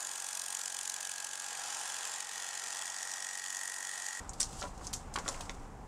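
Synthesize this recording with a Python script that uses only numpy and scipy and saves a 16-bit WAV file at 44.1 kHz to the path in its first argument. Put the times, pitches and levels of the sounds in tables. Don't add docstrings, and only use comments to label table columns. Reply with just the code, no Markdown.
import sys
import numpy as np
from scipy import signal
from scipy.fft import rfft, irfft, next_fast_len
from scipy.io import wavfile
from scipy.ndimage import uniform_filter1d

SR = 44100
rng = np.random.default_rng(int(sys.argv[2]) if len(sys.argv) > 2 else 0)


def int16_out(signal):
    q = np.round(np.clip(np.atleast_2d(signal).T, -1, 1) * 32767)
    wavfile.write(sys.argv[1], SR, q.astype(np.int16))


N = 259263


def amp(db):
    return 10 ** (np.asarray(db) / 20)


def unit_rms(x):
    return x / np.sqrt(np.mean(x ** 2) + 1e-20)


def unit_peak(x):
    return x / abs(x).max()


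def curves(rows):
    times, *columns = np.transpose(rows)
    return [np.interp(np.arange(N) / SR, times, column) for column in columns]


def butter(x, order, hz, kind):
    return signal.sosfilt(signal.butter(order, hz, kind, fs=SR, output="sos"), x)


def coloured(x, spectrum, modes=()):
    size = next_fast_len(len(x) + 8192, True)
    hz = np.fft.rfftfreq(size, 1 / SR)
    points_hz, points_db = np.transpose(spectrum)
    gain = amp(np.maximum(np.interp(np.log(hz + 1), np.log(points_hz + 1), points_db), -100))
    for centre_hz, width_hz, db in modes:
        gain *= 1 + amp(db) / (1 + (2 * (hz - centre_hz) / width_hz) ** 2)
    cepstrum = irfft(np.log(gain), size)
    cepstrum[1:size // 2] *= 2
    cepstrum[size // 2 + 1:] = 0
    return unit_rms(irfft(rfft(x, size) * np.exp(rfft(cepstrum)), size)[:len(x)])


def add(mix, start_s, sound):
    part = mix[round(start_s * SR):][:len(sound)]
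    part += sound[:len(part)]


def grit(depth_db, grain_s):
    flicker = unit_rms(uniform_filter1d(rng.standard_normal(N), int(grain_s * SR)))
    return rng.standard_normal(N) * amp(depth_db * np.clip(flicker, -3, 3))


def echoes(x, t60_s, db):
    t = np.arange(SR // 4) / SR
    tail = rng.standard_normal(len(t)) * (rng.random(len(t)) < .1) * amp(-60 * t / t60_s) * (t > .003)
    return x + amp(db) * signal.oaconvolve(x, tail / np.linalg.norm(tail))[:N]


def swells(peaks_s, peaks_db, rise_db_s, fall_db_s):
    since_s = np.arange(N) / SR - peaks_s[:, None]
    db = peaks_db[:, None] + np.where(since_s < 0, rise_db_s, -fall_db_s) * since_s
    return np.sqrt((amp(db) ** 2).sum(0))


# frequency in Hz, relative level in dB.
ROOM_SPECTRUM = [(12, -49), (20, 4), (38, -2.5), (216, -13), (367, -20.5), (446, -17.5), (678, -23.5),
                 (759, -13), (825, -16.5), (1150, -25), (1370, -31), (3840, -46), (7310, -39.5),
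                 (16000, -62)]


def room():
    return amp(-47) * coloured(rng.standard_normal(N), ROOM_SPECTRUM)


# frequency in Hz, relative level in dB.
RUSTLE_SPECTRUM = [(880, -28), (1500, -27), (1640, -17), (2000, -53), (2610, -8), (3880, -8), (4870, -5),
                   (7840, -1), (16000, -35)]
SHUFFLE_SPECTRUM = [(150, -18), (250, 0.5), (512, -5), (664, 0), (1020, 2), (1420, -2), (3000, -17.5),
                    (3900, -23), (6600, -120)]
# peak time in seconds, rustle in dB, shuffle in dB.
HAND_MOVES = [(4.21, -58.5, -55.5), (4.44, -50, -64), (4.53, -51, -75), (4.6, -49.5, -58),
              (4.85, -51.5, -57.5), (4.97, -56.5, -74), (5.2, -55.5, -55), (5.31, -47, -52),
              (5.42, -54.5, -67), (5.52, -61.5, -74), (5.62, -67, -78)]


def hands():
    peaks_s, rustle_db, shuffle_db = np.transpose(HAND_MOVES)
    rustle_gain = swells(peaks_s, rustle_db, rise_db_s=196, fall_db_s=103)
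    shuffle_gain = amp(-64.5) + swells(peaks_s, shuffle_db, rise_db_s=76, fall_db_s=45)
    rustle = coloured(grit(depth_db=1.8, grain_s=.01), RUSTLE_SPECTRUM)
    shuffle = coloured(grit(depth_db=1.6, grain_s=.0046), SHUFFLE_SPECTRUM)
    return rustle_gain * rustle + shuffle_gain * shuffle


# frequency in Hz, relative level in dB, T60 in seconds.
BENCH_MODES = [(295, -17, 0.064), (448, -7, 0.046), (555, -9, 0.2), (790, -4.5, 0.064), (1008, -3, 0.092),
               (1147, 7, 0.044), (1413, 7.5, 0.083), (1760, -28, 0.045), (2130, -7, 0.046)]
# start in seconds, dry peak in dB, hardness as a corner in Hz.
BENCH_BLOWS = [(4.4031, -33, 2500), (4.62, -28, 1510), (4.638, -31, 910), (4.653, -34, 1180),
               (4.812, -37.5, 710), (4.935, -48, 2500), (5.158, -23, 2060), (5.176, -26, 1090),
               (5.187, -33, 1800), (5.261, -32, 1320), (5.281, -31, 1110), (5.288, -30.5, 900),
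               (5.403, -37.5, 696), (5.496, -36, 1520)]


def knocks():
    out, t = np.zeros(N), np.arange(6000) / SR
    for start_s, db, hard_hz in BENCH_BLOWS:
        noise = rng.standard_normal(len(t))
        ring = 0
        for (hz, mode_db, t60_s), gain_draw, tune_draw in zip(BENCH_MODES, noise, noise[::-1]):
            envelope = amp(mode_db + 5.1 * gain_draw - 60 * t / t60_s) / (1 + (hz / hard_hz) ** 2)
            ring += envelope * np.sin(2 * np.pi * hz * (1 + .041 * tune_draw) * t)
        thud = butter(noise * np.exp(-t / .0068), 2, [450, 1.19 * hard_hz], "band")
        add(out, start_s, amp(db) * unit_peak(unit_peak(ring) + .66 * unit_peak(thud)))
    return echoes(out, t60_s=.11, db=-7.5)


# start in seconds, level in dB, centre in Hz, decay in seconds,
# bandwidth in octaves.
PART_CLICKS = [(4.293, -29.5, 7400, 0.0019, 0.48), (4.333, -37.5, 6600, 0.0072, 1.35),
               (4.3999, -25, 7000, 0.0027, 1.2), (4.402, -17, 8700, 0.007, 0.35),
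               (4.4042, -16.5, 6300, 0.0008, 0.98), (4.4128, -22.5, 5730, 0.0024, 0.36),
               (4.418, -22.5, 4850, 0.00052, 2.6), (4.4285, -21.5, 6000, 0.0027, 0.85),
               (4.612, -32, 5350, 0.0017, 0.64), (4.626, -30, 3800, 0.0028, 1.7),
               (4.777, -43, 7300, .004, 1.3), (4.869, -23.5, 6640, 0.00041, 0.77),
               (4.874, -35, 5770, 0.0022, 0.37), (4.93, -28, 5840, 0.0053, 1.7),
               (4.935, -22, 6460, 0.0023, 1.9), (4.938, -27, 6840, 0.0067, 0.46),
               (4.961, -35, 7500, 0.004, 0.89), (5.139, -31, 7200, 0.006, 1.2),
               (5.16, -26, 3280, 0.0013, 2.1), (5.186, -29.5, 3000, 0.0023, 3.2),
               (5.192, -36.5, 6840, 0.0028, 0.4), (5.253, -46, 4750, 0.0039, 1.2),
               (5.2794, -20, 4700, 0.0014, 1.9), (5.287, -20, 6600, 0.0022, 0.97),
               (5.345, -42.5, 2450, 0.0025, 0.42), (5.408, -32.5, 5450, 0.0042, 2.1),
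               (5.495, -28.5, 3300, 0.00067, 1.83)]
# frequency in Hz, relative gain in dB.
CLICK_COLOUR = [(200, 25), (3000, 5), (7000, 5.5), (9500, 0), (12000, -5), (16000, -9)]


def clicks():
    out, t = np.zeros(N), np.arange(2500) / SR
    attack = np.minimum(t / .00056, 1)
    for start_s, db, hz, decay_s, octaves in PART_CLICKS:
        decay = np.exp(-t / decay_s) + .12 * np.exp(-t / (6.9 * decay_s))
        spread = 2 ** (octaves / 2)
        burst = butter(rng.standard_normal(len(t)) * attack * decay, 2, [hz / spread, hz * spread], "band")
        add(out, start_s, amp(db) * unit_peak(burst))
    return echoes(coloured(out, CLICK_COLOUR) * np.std(out), t60_s=.084, db=-8)


# multiple of the stroke rate, RMS level in dB.
CRANK_HARMONICS = [(1, -86.5), (2, -83), (3, -81.5), (4, -88), (5, -81), (6, -83.5), (8, -80.5)]


def motor(turns):
    return sum(amp(db) * np.sqrt(2) * np.cos(2 * np.pi * (k * turns + rng.random()))
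               for k, db in CRANK_HARMONICS)


# frequency in Hz, relative level in dB.
DRUM_SPECTRUM = [(15, -89), (25, -38), (118, -28.5), (320, -21), (555, -12), (831, -1), (1140, -6.5),
                 (1820, -4.5), (2160, -12.5), (4000, -19.5), (5200, -16), (8800, -120)]
# frequency in Hz, width in Hz, strength in dB.
LOW_MODES = [(472, 5.7, 3.5), (813, 30, -9), (1048, 5.3, 5.5), (1366, 15, 1.5)]


def sheet_drum(turns):
    pulse = 1 + .14 * np.cos(4 * np.pi * (turns - .15))
    return coloured(grit(depth_db=1.2, grain_s=.002) * pulse, DRUM_SPECTRUM, LOW_MODES)


# time in seconds, level in dB.
SIZZLE_LEVELS = [(2.9, -85), (3.2, -66), (3.7, -61), (4.1, -62), (4.2, -68)]


def sheet_sizzle(contact, mode_hz=10850):
    level_db, = curves(SIZZLE_LEVELS)
    drive = rng.standard_normal(N) * (contact + .25)
    return amp(level_db) * unit_rms(butter(drive, 1, [mode_hz - 70, mode_hz + 70], "band"))


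# frequency in Hz, T60 in seconds, lead on mid-cut in strokes.
STROKE_TONES = [(826, 0.041, 0.23), (1640, 0.021, 0.076), (1884, 0.005, .01), (3400, 0.018, .01)]
# time in seconds, then the level in dB of each of the four tones.
TONE_LEVELS = [(0, -64, -58, -68, -79), (.3, -68, -58, -78, -65), (.55, -70, -57.5, -62, -69),
               (.9, -64, -57.5, -69, -63), (1.05, -69, -54.5, -73, -68), (1.7, -57, -57, -63, -77),
               (1.95, -62, -54.5, -60.5, -75), (2.3, -71, -71, -55, -70), (3, -71, -59.5, -52.5, -68),
               (3.6, -72, -59, -49, -68), (4.2, -62, -61, -48.5, -75)]
MAX_STROKES = 250


def whine_and_rings(turns, stroke, phase, force):
    stroke_hz = np.maximum(np.gradient(turns) * SR, 1)
    offset_cycles = .14 * rng.standard_normal(MAX_STROKES)[stroke]
    back = .45 * np.exp(-((phase - .47) / .16) ** 2)
    out, t = 0, np.arange(3000) / SR
    for (hz, t60_s, lead), db in zip(STROKE_TONES, curves(TONE_LEVELS)):
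        forward = force * np.exp(-abs((phase + lead) / .14) ** 4)
        push = (forward + back) * np.cos(2 * np.pi * (hz * phase / stroke_hz + offset_cycles))
        response = amp(-60 * t / t60_s) * np.cos(2 * np.pi * hz * t)
        out += amp(db) * unit_rms(signal.oaconvolve(push, response)[:N])
    return out


def sheet_flex(x, depth_db=1.3):
    spectra = signal.stft(x, nperseg=256)[2]
    drift = uniform_filter1d(rng.standard_normal(spectra.shape), size=2, axis=0)
    drift = unit_rms(uniform_filter1d(drift, size=70, axis=1))
    return unit_rms(signal.istft(spectra * amp(depth_db * drift), nperseg=256)[1][:N])


# time in seconds, level over a usual stroke in dB.
BLADE_CATCHES = [(.658, 2), (.877, 2), (.897, 5.5), (1.005, 3), (1.246, 4.5), (2.205, 7), (3.03, 4.5),
                 (3.138, 2), (3.741, 2.5), (4.064, 5.5)]


def blade_bite(turns, stroke, phase, shift):
    catch_s, catch_db = np.transpose(BLADE_CATCHES)
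    caught = np.round(turns[(catch_s * SR).astype(int)]).astype(int)
    bite_db = 1.3 * rng.standard_normal(MAX_STROKES)
    bite_db[caught] = catch_db
    width = np.where(phase < .03, .16, .11)
    return amp(bite_db[stroke]) * np.exp(-abs((phase - .01 - shift) / width) ** 1.26)


def blade_drag(phase, shift):
    offset = (phase - .46 - shift + .5) % 1 - .5
    return np.exp(-(offset / .064) ** 2)


# frequency in Hz, relative level in dB.
RASP_SPECTRUM = [(1180, -33), (2000, -21.5), (2260, -14), (3370, -13), (3740, -12.5), (5250, -10),
                 (7060, -9), (11100, -19.5), (16000, -39.5)]
# frequency in Hz, width in Hz, strength in dB.
WHOLE_MODES = [(2577, 81, 0.5), (3040, 98, 2.5), (3380, 76, 1), (4740, 98, -10), (6170, 200, -4),
               (7110, 650, -0.5), (8480, 100, 2.5), (9530, 1200, -2.5), (11900, 83, -36)]
FREED_MODES = [(3130, 60, 0), (3405, 57, 4.5), (4860, 43, 1), (5860, 640, 2), (6890, 270, 7),
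               (7700, 135, 9.5), (8790, 980, 7), (12900, 280, 0)]


def rasp(contact, rattle_db, freed, treble_db):
    tearing = grit(depth_db=1.83, grain_s=.00038) * contact
    rattle = amp(rattle_db) * butter(grit(depth_db=3.1, grain_s=.0011), 1, 10000, "low")
    whole = coloured(tearing + rattle, RASP_SPECTRUM, WHOLE_MODES)
    loose = coloured(tearing + rattle, RASP_SPECTRUM, FREED_MODES)
    sheet = sheet_flex((1 - freed) * whole + freed * loose)
    return sheet + (amp(treble_db) - 1) * butter(sheet, 1, 9000, "high")


# time in seconds, strokes so far (whole numbers fall at mid-cut).
STROKE_COUNT = [(0, -.31), (.4, 18.15), (1, 45.62), (2.6, 119.12), (3.2, 146.8), (4, 183.96),
                (4.21, 193.69)]
# time in seconds, rasp in dB,
# rattle relative to the tearing in dB, drumming in dB.
FEED_LEVELS = [(0, -49.5, -9, -50), (.3, -45, -13, -51), (.7, -43, -13.5, -51.5), (1.4, -44, -11.5, -51),
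               (1.64, -44, -7, -46), (1.95, -46, -5, -48.5), (2.15, -44.5, -6, -47.5),
               (2.25, -46.5, -7.5, -50.5), (2.4, -43.5, -9, -48.5), (2.8, -42.5, -9.5, -49),
               (3.4, -43.5, -11, -51.5), (3.8, -44, -10.5, -51), (4.2, -47.5, -4, -51.5)]
# time in seconds, sheet freed from 0 to 1, return drag relative to the cut
# in dB, treble lift in dB.
KERF_GROWTH = [(0, 0.07, -8, 11.5), (.6, 0.28, -25, 9), (1.2, 0.2, -13, 4), (1.9, 0, -25, 5),
               (2.3, 0.1, -10, 2), (3, 0.93, -5.5, 2.5), (3.6, 0.66, -9.5, 5.5), (4.2, 0.76, -34, 4.5)]


def jigsaw():
    turns, = curves(STROKE_COUNT)
    rasp_db, rattle_db, drum_db = curves(FEED_LEVELS)
    freed, drag_db, treble_db = curves(KERF_GROWTH)
    stroke = np.floor(turns + .25).astype(int)
    phase = turns - stroke
    drag_draw, shift_draw, late_draw, tone_draw = rng.standard_normal((MAX_STROKES, 4))[stroke].T
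    bite = blade_bite(turns, stroke, phase, shift=.019 * shift_draw)
    drag = amp(drag_db + 4.5 * drag_draw) * blade_drag(phase, shift=.042 * late_draw)
    contact = bite + drag
    return (amp(rasp_db) * rasp(contact, rattle_db, freed, treble_db)
            + sheet_sizzle(contact)
            + whine_and_rings(turns, stroke, phase, force=amp(1.2 * tone_draw))
            + amp(drum_db) * sheet_drum(turns)
            + motor(turns))


def scene():
    switch_s, fade_s = 4.2005, .00091
    saw = jigsaw()
    bench = room() + hands() + clicks() + knocks()
    after = np.clip((np.arange(N) / SR - switch_s) / fade_s, 0, 1)
    return (saw * (1 - after) + bench * after)[None]


def record(dry):
    lowpass = signal.firwin(511, 15900, window=("kaiser", 9), fs=SR)
    return signal.oaconvolve(dry, lowpass[None], "same") + amp(-104) * rng.standard_normal(dry.shape)


dry = scene()
out = record(dry)
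int16_out(out)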